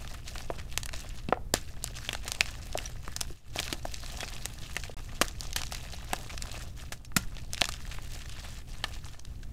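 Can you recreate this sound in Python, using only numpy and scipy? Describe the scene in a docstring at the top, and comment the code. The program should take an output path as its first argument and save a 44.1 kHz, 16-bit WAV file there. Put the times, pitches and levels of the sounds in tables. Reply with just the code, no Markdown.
"""Chalk grit grinds in a closed fist right by the microphone, over the faint rumble and hum of a small room, while
throughout pieces of gym chalk snap and are crushed: noise bursts through damped modes make the cracks, rings
and thuds; swarms of tiny damped sines and hiss make the grit and powder.
Lumps knock on the blocks in the tub below, whose hollow notes colour every chalk sound; the room answers faintly."""
import sys
import numpy as np
from scipy import signal
from scipy.fft import rfft, irfft, next_fast_len
from scipy.io import wavfile
from scipy.ndimage import uniform_filter1d, map_coordinates

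SR = 44100
rng = np.random.default_rng(int(sys.argv[2]) if len(sys.argv) > 2 else 0)


def master(y):
    """Save y as 16-bit WAV."""
    cut = np.clip(np.atleast_2d(y).T, -1, 1)
    pcm = np.round(cut * 32767)  # scale
    wavfile.write(sys.argv[1], SR, pcm.astype(np.int16))


N = 419832
TIME = np.arange(N) / SR
SIZE = 4096  # samples in one short event
EVENT_TIME = np.arange(SIZE) / SR
HZ = np.fft.rfftfreq(SIZE, 1 / SR)
BLOW = 0.005 * SR  # a blow's dB is its energy spread over this many samples
# All chalk levels are those at the source, before the tub and the final mix.


def amp(db):
    """Decibels to gain."""
    return 10 ** (np.asarray(db) / 20)


def unit(x):
    """Scale to rms 1."""
    return x / np.sqrt(np.mean(x ** 2) + 1e-20)


def along(points, hz):
    """(Hz, value) points read on a log frequency axis."""
    f, v = np.transpose(points)
    return np.interp(np.log(hz + 1), np.log(f + 1), v)


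def wobble(rate):
    """A smooth random curve, rate knots a second."""
    knots = rng.standard_normal(int(N * rate / SR) + 4)
    return map_coordinates(knots, [TIME * rate])


def colour(x, points):
    """Give a long signal a spectrum."""
    m = next_fast_len(N + SIZE)
    gain = amp(along(points, np.fft.rfftfreq(m, 1 / SR)))
    return irfft(rfft(x, m) * gain, m)[:N]


def causal(points):
    """Minimum-phase response with a spectrum: nothing sounds before the blow."""
    cepstrum = irfft(np.log(amp(along(points, HZ))))
    return np.exp(rfft(cepstrum * (1 + np.sign(np.fft.fftfreq(SIZE)))))


def resonance(hz, q):
    """Response of one damped mode."""
    damping = 1j * HZ * hz / q
    return damping / (hz * hz - HZ ** 2 + damping)


def strike(force, response, db):
    """A short force through a response, at a level."""
    y = irfft(rfft(force, SIZE) * response, SIZE)
    return amp(db) * np.sqrt(BLOW) * y / np.linalg.norm(y)


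def add(track, s, sound):
    """Mix a sound in at a time."""
    part = track[round(s * SR):][:len(sound)]
    part += sound[:len(part)]


def tear(length, first, spread_db):
    """Force of a fracture: one break, a dying swarm of smaller ones, then scatter from the hands and the tub."""
    sizes = amp(spread_db * rng.standard_normal(SIZE))
    swarm = rng.standard_normal(SIZE) * sizes * np.exp(-EVENT_TIME / length)
    force = swarm / np.linalg.norm(swarm) + first * (EVENT_TIME == 0)
    scatter = rng.standard_normal(SIZE) * np.exp(-EVENT_TIME / 0.0055)
    return unit(force) + amp(-20.5) * unit(scatter)


# Spectrum of the room's rumble: f/Hz, relative level/dB per Hz
RUMBLE_SPECTRUM = [(8, 8), (45, 1.5), (62, -9.5), (75, -3), (100, -6.5), (120, -7.5), (150, -13.5),
                   (250, -20), (400, -28.5), (1000, -41.5), (15000, -50.5)]
# Hum under the room: f/Hz, peak level/dB
HUM_TONES = [(60, -46), (120, -52)]
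# Brief dips of the rumble and hum: t/s, depth/dB
LEVEL_DIPS = [(3.41, 20), (7.04, 7), (9.18, 8)]
RUMBLE_DB, DIP_S = -39.5, 0.088  # steady rms level; half length of a dip


def background():
    """Room tone: noise weighted to the lows, and hum of wavering phase; both dip briefly together."""
    dips_db = sum(depth * np.maximum(1 - abs(TIME - s) / DIP_S, 0) for s, depth in LEVEL_DIPS)
    level_db = RUMBLE_DB - dips_db
    rumble = amp(level_db) * unit(colour(rng.standard_normal(N), RUMBLE_SPECTRUM))
    hum = sum(amp(db) * np.sin(2 * np.pi * hz * TIME + wobble(12)) for hz, db in HUM_TONES)
    return rumble + hum * amp(level_db - np.median(level_db))


# Decay of the small room: f/Hz, time to fall 60 dB/s
ROOM_DECAY = [(200, 0.41), (1800, 0.21), (5000, 0.15), (14000, 0.13)]


def room(x):
    """A diffuse tail; each frequency dies at its own speed."""
    hz, t, z = signal.stft(rng.standard_normal(SR // 2), SR, nperseg=256)
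    decay = amp(-60 * t / along(ROOM_DECAY, hz)[:, None])
    tail = signal.istft(z * decay, SR, nperseg=256)[1]
    delayed = np.pad(tail / np.linalg.norm(tail), (SR // 300, 0))  # the answer starts 1/300 s late
    return signal.fftconvolve(x, delayed)[:N]


# Hollow resonances of the tub under the hands: f/Hz, width/Hz, level/dB
TUB_MODES = [(688, 176, -1), (1200, 77, -7.5), (1740, 71, -3), (2650, 140, -11)]


def tub(x):
    """The tub lends its hollow notes, as damped modes, to every sound made above it."""
    m = next_fast_len(N + SIZE)
    f = np.fft.rfftfreq(m, 1 / SR)
    modes = sum(amp(db) * 1j * f * width / (hz * hz - f * f + 1j * f * width)
                for hz, width, db in TUB_MODES)
    return irfft(rfft(x, m) * modes, m)[:N]


# Spectrum of a fracture, shared by all breaking chalk: f/Hz, relative level/dB per Hz
CRACK_SPECTRUM = [(100, -55), (500, 1), (1500, 4.5), (4000, 5), (7500, 5.5), (10000, -1), (12500, -3.5),
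                  (15500, -13), (20000, -58)]
# Fractures in the hand, close to the microphone: t/s, crack level/dB, ring level/dB,
# ring of the piece f/Hz, thud level/dB, tearing time scale/s
FRACTURES = [(0.7762, -22.5, -29, 2770, -38.5, 0.00036), (.8589, -34, -38, 8400, -52, 0.00078),
             (1.2879, -53, -37, 2300, -34, 0.0014), (1.3265, -70, -24.5, 1170, -54, 0.0011),
             (1.5399, -13.5, -24.5, 960, -16.5, 0.00027), (1.8418, -35, -27, 6600, -38.5, 0.0006),
             (2.0906, -40, -24.5, 2400, -36.5, 0.001), (2.13, -32, -33, 2290, -37.5, 0.0013),
             (2.2795, -29.5, -36, 2090, -42, 0.0018), (2.319, -27, -34, 4500, -46, 0.00047),
             (2.4087, -20, -15, 2600, -30, 0.00044), (2.776, -29.5, -62, 6100, -48, 0.00025),
             (2.7868, -42, -30, 2460, -39, 0.001), (3.0795, -45, -37.5, 1070, -36.5, 0.00023),
             (3.164, -31.5, -30, 5900, -53, 0.0012), (3.2125, -26, -29, 6000, -39.5, 0.00092),
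             (3.5603, -37, -45, 660, -31.5, 0.00056), (3.59, -35, -25, 2920, -37, 0.0016),
             (3.6, -27, -55, 650, -35.5, 0.0013), (3.7272, -29.5, -28.5, 2770, -31, 0.0017),
             (3.8523, -45, -34, 1260, -51, 0.00084), (4.231, -40, -33.5, 1680, -33, .003),
             (4.456, -29, -32, 5530, -54, .00082), (4.766, -31, -29.5, 1930, -34, 0.0011),
             (5.2145, -15.5, -22, 1260, -17.5, 0.00025), (5.218, -22, -21.5, 2900, -27, .0013),
             (5.408, -55, -30.5, 5340, -67, .00043), (5.562, -23.5, -26, 3630, -34, 0.0019),
             (5.722, -31.5, -39.5, 780, -46, 0.0013), (6.133, -27, -28, 1430, -25, 0.00063),
             (6.922, -32.5, -35.5, 1890, -40.5, 0.0037), (7.1652, -16.5, -22.5, 2290, -29, 0.0017),
             (7.167, -29, -25, 11000, -56, 0.0016), (7.368, -61, -41, 3000, -44.5, 0.00027),
             (7.5335, -38, -29, 5800, -47, 0.00083), (7.6172, -51, -15.5, 3140, -26, 0.00017),
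             (7.689, -29, -35.5, 1370, -39, 0.0014), (8.8402, -37.5, -24, 2750, -37.5, 0.002)]
# Squeezes of the fist: start of the full grip t/s, hold/s, grinding level/dB, muffled crunch level/dB
FIST_SQUEEZES = [(0, 0.16, -49, -54.5), (0.274, 0.17, -48.5, -55), (0.53, 0.056, -54, -54),
                 (0.702, 0.028, -51.5, -73), (0.941, 0.064, -45.5, -51), (1.07, 0.11, -53.5, -66.5),
                 (1.665, 0.17, -59.5, -67), (1.847, 0.019, -47, -59), (1.966, 0.19, -48, -60.5),
                 (2.242, 0.33, -47.5, -54), (2.633, 0.12, -48.5, -56.5), (2.812, 0.022, -44, -51),
                 (3.044, 0.3, -53.5, -67), (3.47, 0.05, -60.5, -77), (3.559, 0.15, -44, -55.5),
                 (3.863, 0.11, -48, -59.5), (4.03, 0.3, -45, -53), (4.37, 0.15, -48, -58),
                 (4.593, 0.28, -48, -60.5), (4.964, 0.35, -51.5, -56.5), (5.416, 0.035, -46.5, -54),
                 (5.572, 0.098, -49.5, -55), (5.728, 0.52, -47.5, -56.5), (6.1, 0.25, -49.5, -54.5),
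                 (6.418, 0.21, -47.5, -55), (6.784, 0.034, -49, -60), (7.315, 0.18, -59, -62),
                 (7.535, 0.34, -49.5, -75), (7.883, 0.28, -49, -58.5), (8.11, 0.19, -49, -60),
                 (8.391, 0.15, -47, -61), (8.701, 0.25, -49.5, -59), (9.057, 0.015, -49.5, -60),
                 (9.278, 0.45, -63.5, -76)]
CLOSE_S, RELAX_S = 0.036, 0.093  # the fingers tighten before the start; decay as they let go
EASE_DB_PER_S = 9.5  # the lump yields while they hold
SHED_DB, SHED_S = -29, 0.084  # grit shed by a fracture, relative to its crack, and its decay
REST_DB, REST_FIST_DB = -86, -68  # powder shifting in the loose hand; the same, muffled


def grip():
    """Grinding and muffled levels in dB: squeezes tighten, hold and relax; each fracture sheds grit."""
    grind, fist = np.full(N, amp(REST_DB) ** 2), np.full(N, amp(REST_FIST_DB) ** 2)
    t = np.arange(SR) / SR
    for s, hold, grind_db, fist_db in FIST_SQUEEZES:
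        begin = max(s - CLOSE_S, 0)
        since = t + begin - s
        tighten = np.clip(1 + since / CLOSE_S, 0, 1)
        relax = np.exp(-np.maximum(since - hold, 0) / RELAX_S)
        effort = tighten * amp(-EASE_DB_PER_S * since) * relax
        add(grind, begin, (amp(grind_db) * effort) ** 2)
        add(fist, begin, (amp(fist_db) * effort) ** 2)
    for s, crack_db, *_ in FRACTURES:
        add(grind, s, (amp(crack_db + SHED_DB) * np.exp(-t / SHED_S)) ** 2)
    return 10 * np.log10(grind), 10 * np.log10(fist)


def grains(rate, centre_hz, scatter, cycles, size_db, count):
    """Tiny breaks at random times, each a damped sine of its own pitch and size; rms 1."""
    when, keep, pitch, size, polarity = rng.random((count, 5)).T
    hz = np.clip(centre_hz * (pitch / (1 - pitch)) ** (scatter / 2), 100, SR / 3)
    turns = hz[:, None] * np.arange(120) / SR
    kept = keep < rate * N / SR / count  # thins the candidates to rate breaks a second
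    gain = amp(-size_db * np.log(size + 0.0054)) * kept * np.sqrt(hz)
    signed_gain = gain * np.sign(polarity - 0.5)
    waves = signed_gain[:, None] * np.sin(2 * np.pi * turns) * np.exp(-turns / cycles)
    places = (when * N).astype(int)[:, None] + np.arange(turns.shape[1])
    return unit(np.bincount(places.ravel(), waves.ravel(), N)[:N])


def patchy(x, depth_db):
    """Each patch of rubbing grit favours its own pitches for a few hundredths of a second."""
    z = signal.stft(x, nperseg=256)[2]
    field = rng.standard_normal(z.shape)
    narrow = uniform_filter1d(uniform_filter1d(field, size=5, axis=0), size=7, axis=1)
    broad = uniform_filter1d(uniform_filter1d(field[::-1], size=26, axis=0), size=9, axis=1)
    gain = unit(amp(depth_db * unit(unit(narrow) + unit(broad))))
    return signal.istft(z * gain, nperseg=256)[1][:N]


# Spectrum of grit and powder: f/Hz, relative level/dB per Hz
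GRIT_SPECTRUM = [(300, -20), (1200, -4.5), (1750, -1.5), (2200, -2.5), (2650, 0), (3300, -1.5), (7300, -4),
                 (9500, -9.5), (12500, -13), (15300, -17), (16500, -40)]
# Spectrum of the crunch inside the fist: f/Hz, relative level/dB per Hz
FIST_SPECTRUM = [(80, -14), (200, 0), (450, -3), (720, -1), (950, -3), (1300, -3), (2000, -14), (5000, -40)]


def crumbling():
    """Grit gives way in small avalanches over the hiss of powder; the fist muffles the coarser part."""
    grind_db, fist_db = grip()
    slips = unit(amp(1.5 * wobble(45) + 2.1 * wobble(220)))
    fine_grains = grains(rate=2200, centre_hz=5620, scatter=0.8, cycles=1.1, size_db=4, count=40000)
    coarse_grains = grains(rate=1100, centre_hz=900, scatter=0.93, cycles=0.42, size_db=4.5, count=12000)
    grit = unit(colour(fine_grains, GRIT_SPECTRUM))
    powder = unit(colour(rng.standard_normal(N), GRIT_SPECTRUM))
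    coarse = unit(colour(coarse_grains, FIST_SPECTRUM))
    fine = amp(grind_db) * (amp(-3) * grit + amp(-4.5) * powder)
    muffled = amp(fist_db) * coarse
    return slips * patchy(fine + muffled, depth_db=2.6)


# Spectrum of the flakes' ticks: f/Hz, relative level/dB per Hz
SPLINTER_SPECTRUM = [(600, -19), (6500, -5), (15500, -12)]
SPLINTERS_PER_S = 150
SPLINTER_DB, SPLINTER_SPREAD_DB = -10.5, 10  # rms relative to the grinding; scatter of their sizes


def splinters():
    """Tiny flakes split off with sharp ticks, louder as the fist tightens."""
    grind_db, _ = grip()
    chance, size = rng.random(N), np.clip(rng.standard_normal(N), -2, 2)
    ticks = (chance < SPLINTERS_PER_S / SR) * amp(SPLINTER_SPREAD_DB * size)
    return amp(grind_db + SPLINTER_DB) * unit(colour(ticks, SPLINTER_SPECTRUM))


CRUMB_COUNT = 300  # over the whole scene
POWDER_DB_PER_S = 7  # crumbs fade as a piece is ground down


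def crumbs():
    """Crumbs pop at random times and pitches, each a tiny burst of breaks.

    They are louder in a hard squeeze and fainter as the last broken piece turns to powder."""
    out, (grind_db, _) = np.zeros(N), grip()
    chalk = causal(CRACK_SPECTRUM)
    breaks_s = np.array([0] + [row[0] for row in FRACTURES])
    for when, size, pitch, life in rng.random((CRUMB_COUNT, 4)):
        s, hz = when * N / SR, 1100 * 7 ** pitch
        age = s - breaks_s[breaks_s <= s].max()  # since the last fracture, or the start
        db = grind_db[int(when * N)] + 2.5 + 6 * size ** 2 - POWDER_DB_PER_S * age
        force = tear(0.0005 + 0.003 * life, first=0.65, spread_db=7)
        add(out, s, strike(force, resonance(hz, q=2) * chalk, db))
    return out


# Lumps collapsing between the fingers: middle t/s, level/dB, f/Hz, length/s
LUMP_CRUNCHES = [(0.144, -43, 1130, .011), (.284, -40, 3600, 0.018), (0.358, -38.5, 1090, .007),
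                 (0.407, -44, 900, 0.008), (0.594, -44, 1710, 0.027), (0.953, -46, 2900, 0.012),
                 (1.553, -37.5, 2500, 0.029), (1.969, -42, 4100, 0.024), (2.487, -40.5, 2000, 0.0074),
                 (2.862, -40, 4800, 0.0071), (4.287, -39.5, 3300, .009), (4.321, -47, 1300, 0.0083),
                 (5.587, -39, 4420, 0.022), (6.303, -40.5, 1920, 0.017), (6.563, -45, 1820, 0.014),
                 (7.051, -46, 4820, 0.0082), (7.387, -46.5, 2030, .016), (7.921, -41, 2200, 0.019),
                 (8.145, -49, 4200, 0.029), (8.215, -46, 2200, 0.022), (8.325, -47, 3400, 0.021),
                 (8.452, -48, 900, 0.024), (8.941, -47, 3500, 0.023), (9.433, -48.5, 3600, 0.0066)]


def crunches():
    """A lump collapses in a short, swelling burst of countless tiny breaks."""
    out = np.zeros(N)
    for s, db, hz, length in LUMP_CRUNCHES:
        age = EVENT_TIME / length
        swell = age ** 0.95 * np.exp(-2.6 * age)
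        lumps = amp(3.1 * unit(uniform_filter1d(rng.standard_normal(SIZE), size=70)))
        breaks = rng.standard_normal(SIZE) * amp(4 * rng.standard_normal(SIZE)) * lumps
        response = resonance(hz, q=0.92) * amp(along(CRACK_SPECTRUM, HZ))
        burst = irfft(rfft(breaks * swell / swell.max()) * response)
        add(out, s - 0.52 * length, amp(db) * np.sqrt(length * SR) * burst / np.linalg.norm(burst))
    return out


# Squeaks of chalk on chalk: start t/s, level/dB at the top of the swell, f/Hz, length/s
CHALK_SQUEAKS = [(2.854, -32.5, 5880, 0.0095), (4.2, -38, 3300, 0.027), (4.236, -32, 2530, 0.0063),
                 (7.056, -50, 5480, 0.012), (9.43, -44, 1570, 0.0064)]


def squeaks():
    """Smooth chalk faces stick and slip past each other for an instant: a thin, rough chirp."""
    out = np.zeros(N)
    for s, db, hz, length in CHALK_SQUEAKS:
        drift, rough = (unit(uniform_filter1d(row, size=60)) for row in rng.standard_normal((2, SIZE)))
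        turns = np.cumsum(hz * (1 + 0.015 * drift)) / SR
        swell = np.sin(np.pi * np.minimum(EVENT_TIME / length, 1)) * amp(db + 2 * rough)
        add(out, s, swell * np.sin(2 * np.pi * turns))
    return out


# Small corners breaking off close by: t/s, nominal peak level/dB, f/Hz
CORNER_CRACKLES = [(.076, -22, 3020), (0.3816, -19, 3900), (0.7256, -24, 3430), (.8323, -15, 4000),
                   (0.891, -17.5, 1380), (0.9322, -22, 2720), (.94, -17, 1790), (1.863, -25, 3560),
                   (1.876, -20, 4010), (2.048, -26.5, 2910), (2.15, -12.5, 1060), (2.35, -21, 2900),
                   (2.458, -19, 2200), (2.7287, -20.5, 3940), (3.2078, -16, 6170), (3.574, -37, 3870),
                   (3.6298, -14.5, 2650), (3.6796, -16.5, 2660), (3.943, -14.5, 3550), (4.062, -21, 4120),
                   (4.2064, -14.5, 3100), (4.211, -22, 3300), (4.278, -21, 2700), (4.8362, -17.5, 2450),
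                   (5.2828, -16.5, 3400), (5.5074, -26.5, 4050), (5.53, -15, 3520), (5.6174, -14, 2650),
                   (5.635, -15, 3600), (5.668, -21, 3800), (5.7482, -15.5, 3800), (6.378, -16, 3580),
                   (6.4228, -13, 5070), (6.516, -21, 3690), (7.546, -15.5, 4270), (7.579, -16.5, 2700),
                   (7.612, -7.5, 3970), (7.6419, -9, 3500), (7.655, -12, 3400), (7.7222, -19, 3520),
                   (7.739, -18, 3880), (8.295, -24.5, 3870), (9.195, -25, 3980), (9.251, -26.5, 4030)]


def crackles():
    """Small corners give way one by one: a brief, dry cluster of breaks around the pitch of the corner."""
    out, chalk = np.zeros(N), causal(CRACK_SPECTRUM)
    for s, peak_db, hz in CORNER_CRACKLES:
        corner = resonance(hz, q=0.88) * chalk
        force = tear(0.0012, first=0.8, spread_db=8)
        add(out, s, strike(force, corner, peak_db - 17.5))  # from peak to blow level
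    return out


# Dull knocks of lumps and of the block: t/s, level/dB, f/Hz, sharpness Q
DULL_KNOCKS = [(.502, -27.5, 450, 0.5), (.508, -40, 610, 4.5), (1.288, -25, 210, 1.5),
               (1.325, -22, 540, 1.1), (1.342, -45, 2100, 4), (1.373, -40, 700, 3.3),
               (2.7526, -27.5, 600, 5.6), (3.305, -41.5, 340, 9.4), (3.7276, -33.5, 320, 2.1),
               (3.8524, -30, 660, 2.4), (4.896, -38, 460, 4.8), (5.2147, -29, 655, 0.68),
               (6.1325, -25, 720, 3.5), (7.119, -48, 1330, 1.3), (7.1655, -21.5, 187, 1.8),
               (7.6168, -24, 780, 1.2), (7.986, -40, 1000, 0.98), (8.8405, -37, 900, 1.6)]


def knocks():
    """Soft contacts: a low note that dies within a few cycles, with a little dull scuffing."""
    out = np.zeros(N)
    for s, db, hz, q in DULL_KNOCKS:
        note = resonance(hz, q) * resonance(1.1 * hz, q=0.7) / (1 + 1j * HZ / (4 * hz))
        scuff = resonance(0.6 * hz, q=0.7) ** 2 / (1 + 1j * HZ / (2 * hz))
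        add(out, s, strike(tear(0.0013, first=9, spread_db=1), note, db))
        add(out, s, strike(tear(0.004, first=0.56, spread_db=2.5), scuff, db - 8))
    return out


# Large pieces ringing as they knock or come free: t/s, level/dB, lowest f/Hz
LARGE_PIECES = [(.502, -38.5, 900), (1.3253, -23.5, 513), (1.3254, -26, 1340), (4.766, -32, 1970),
                (5.2171, -32.5, 1040), (6.133, -35.5, 1800), (7.1659, -18, 1394), (8.8412, -31.5, 1220)]
# Modes of a large piece: ratio to the lowest f, relative level/dB
PIECE_MODES = [(1, 7.5), (1.44, 4.5), (2.2, -28)]


def slabs():
    """A large piece rings in a few hollow modes for some milliseconds."""
    out = np.zeros(N)
    for s, db, hz in LARGE_PIECES:
        modes = sum(amp(level) * resonance(ratio * hz, q=13.7) for ratio, level in PIECE_MODES)
        force = tear(0.002, first=2.5, spread_db=2)
        add(out, s, strike(force, modes * resonance(1.2 * hz, q=1), db))
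    return out


def snaps():
    """A fracture cracks, rings the piece for a few cycles, thuds into the hand."""
    cracks, rings, bright = np.zeros(N), np.zeros(N), causal(CRACK_SPECTRUM)
    hand = resonance(240, q=0.21) ** 2
    for s, crack_db, ring_db, ring_hz, thud_db, length in FRACTURES:
        sudden = 0.00071 / length  # a quick fracture spends most of its force in the first break
        piece = resonance(ring_hz, q=1.5) * resonance(ring_hz, q=0.9) / (1 + 1j * HZ / (3 * ring_hz))
        lead_in_force = tear(0.0033, first=0, spread_db=3)
        crack_force = tear(2.85 * length, first=sudden, spread_db=2.0)
        ring_force = tear(1.94 * length, first=0.79 * sudden, spread_db=-3.5)
        thud_force = tear(9.1 * length, first=2.6, spread_db=20.0)
        add(cracks, s - 0.0025, strike(lead_in_force, bright, crack_db - 26))  # nearly inaudible
        add(cracks, s, strike(crack_force, bright, crack_db))
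        add(rings, s, strike(ring_force, piece, ring_db))
        add(rings, s, strike(thud_force, hand, thud_db))
    return cracks, rings


def scene():
    """Chalk, tub, room answer and room tone; the hands shield the ringing pieces from the room."""
    cracks, rings = snaps()
    crisp = cracks + crackles() + squeaks() + crunches() + crumbs() + splinters() + crumbling()
    thumps = knocks() + slabs()
    chalk = crisp + rings + thumps
    near = amp(-2.0) * (chalk + tub(chalk))
    escaping = crisp + amp(-5.5) * rings + amp(-1) * thumps
    return (near + amp(-19.5) * room(escaping) + background())[None]


PEAK = 0.8  # full scale 1; peaks round off towards this
SILENCE_START_S, SILENCE_END_S = 4.945, 4.9675
TOP_HZ = 15750  # middle of a 500 Hz wide slope


def record(dry):
    """The sharpest peaks round off, the sound drops out for an instant, and the top of the band is cut."""
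    rounded = dry / (1 + (dry / PEAK) ** 6) ** (1 / 6)
    sounding = (TIME < SILENCE_START_S) | (TIME > SILENCE_END_S)
    live = uniform_filter1d(1.0 * sounding, size=24)  # softens the edges of the gap
    passed = np.clip(0.5 + (TOP_HZ - np.fft.rfftfreq(N, 1 / SR)) / 500, 0, 1)
    return irfft(rfft(rounded * live) * passed, N)


dry = scene()
out = record(dry)
master(out)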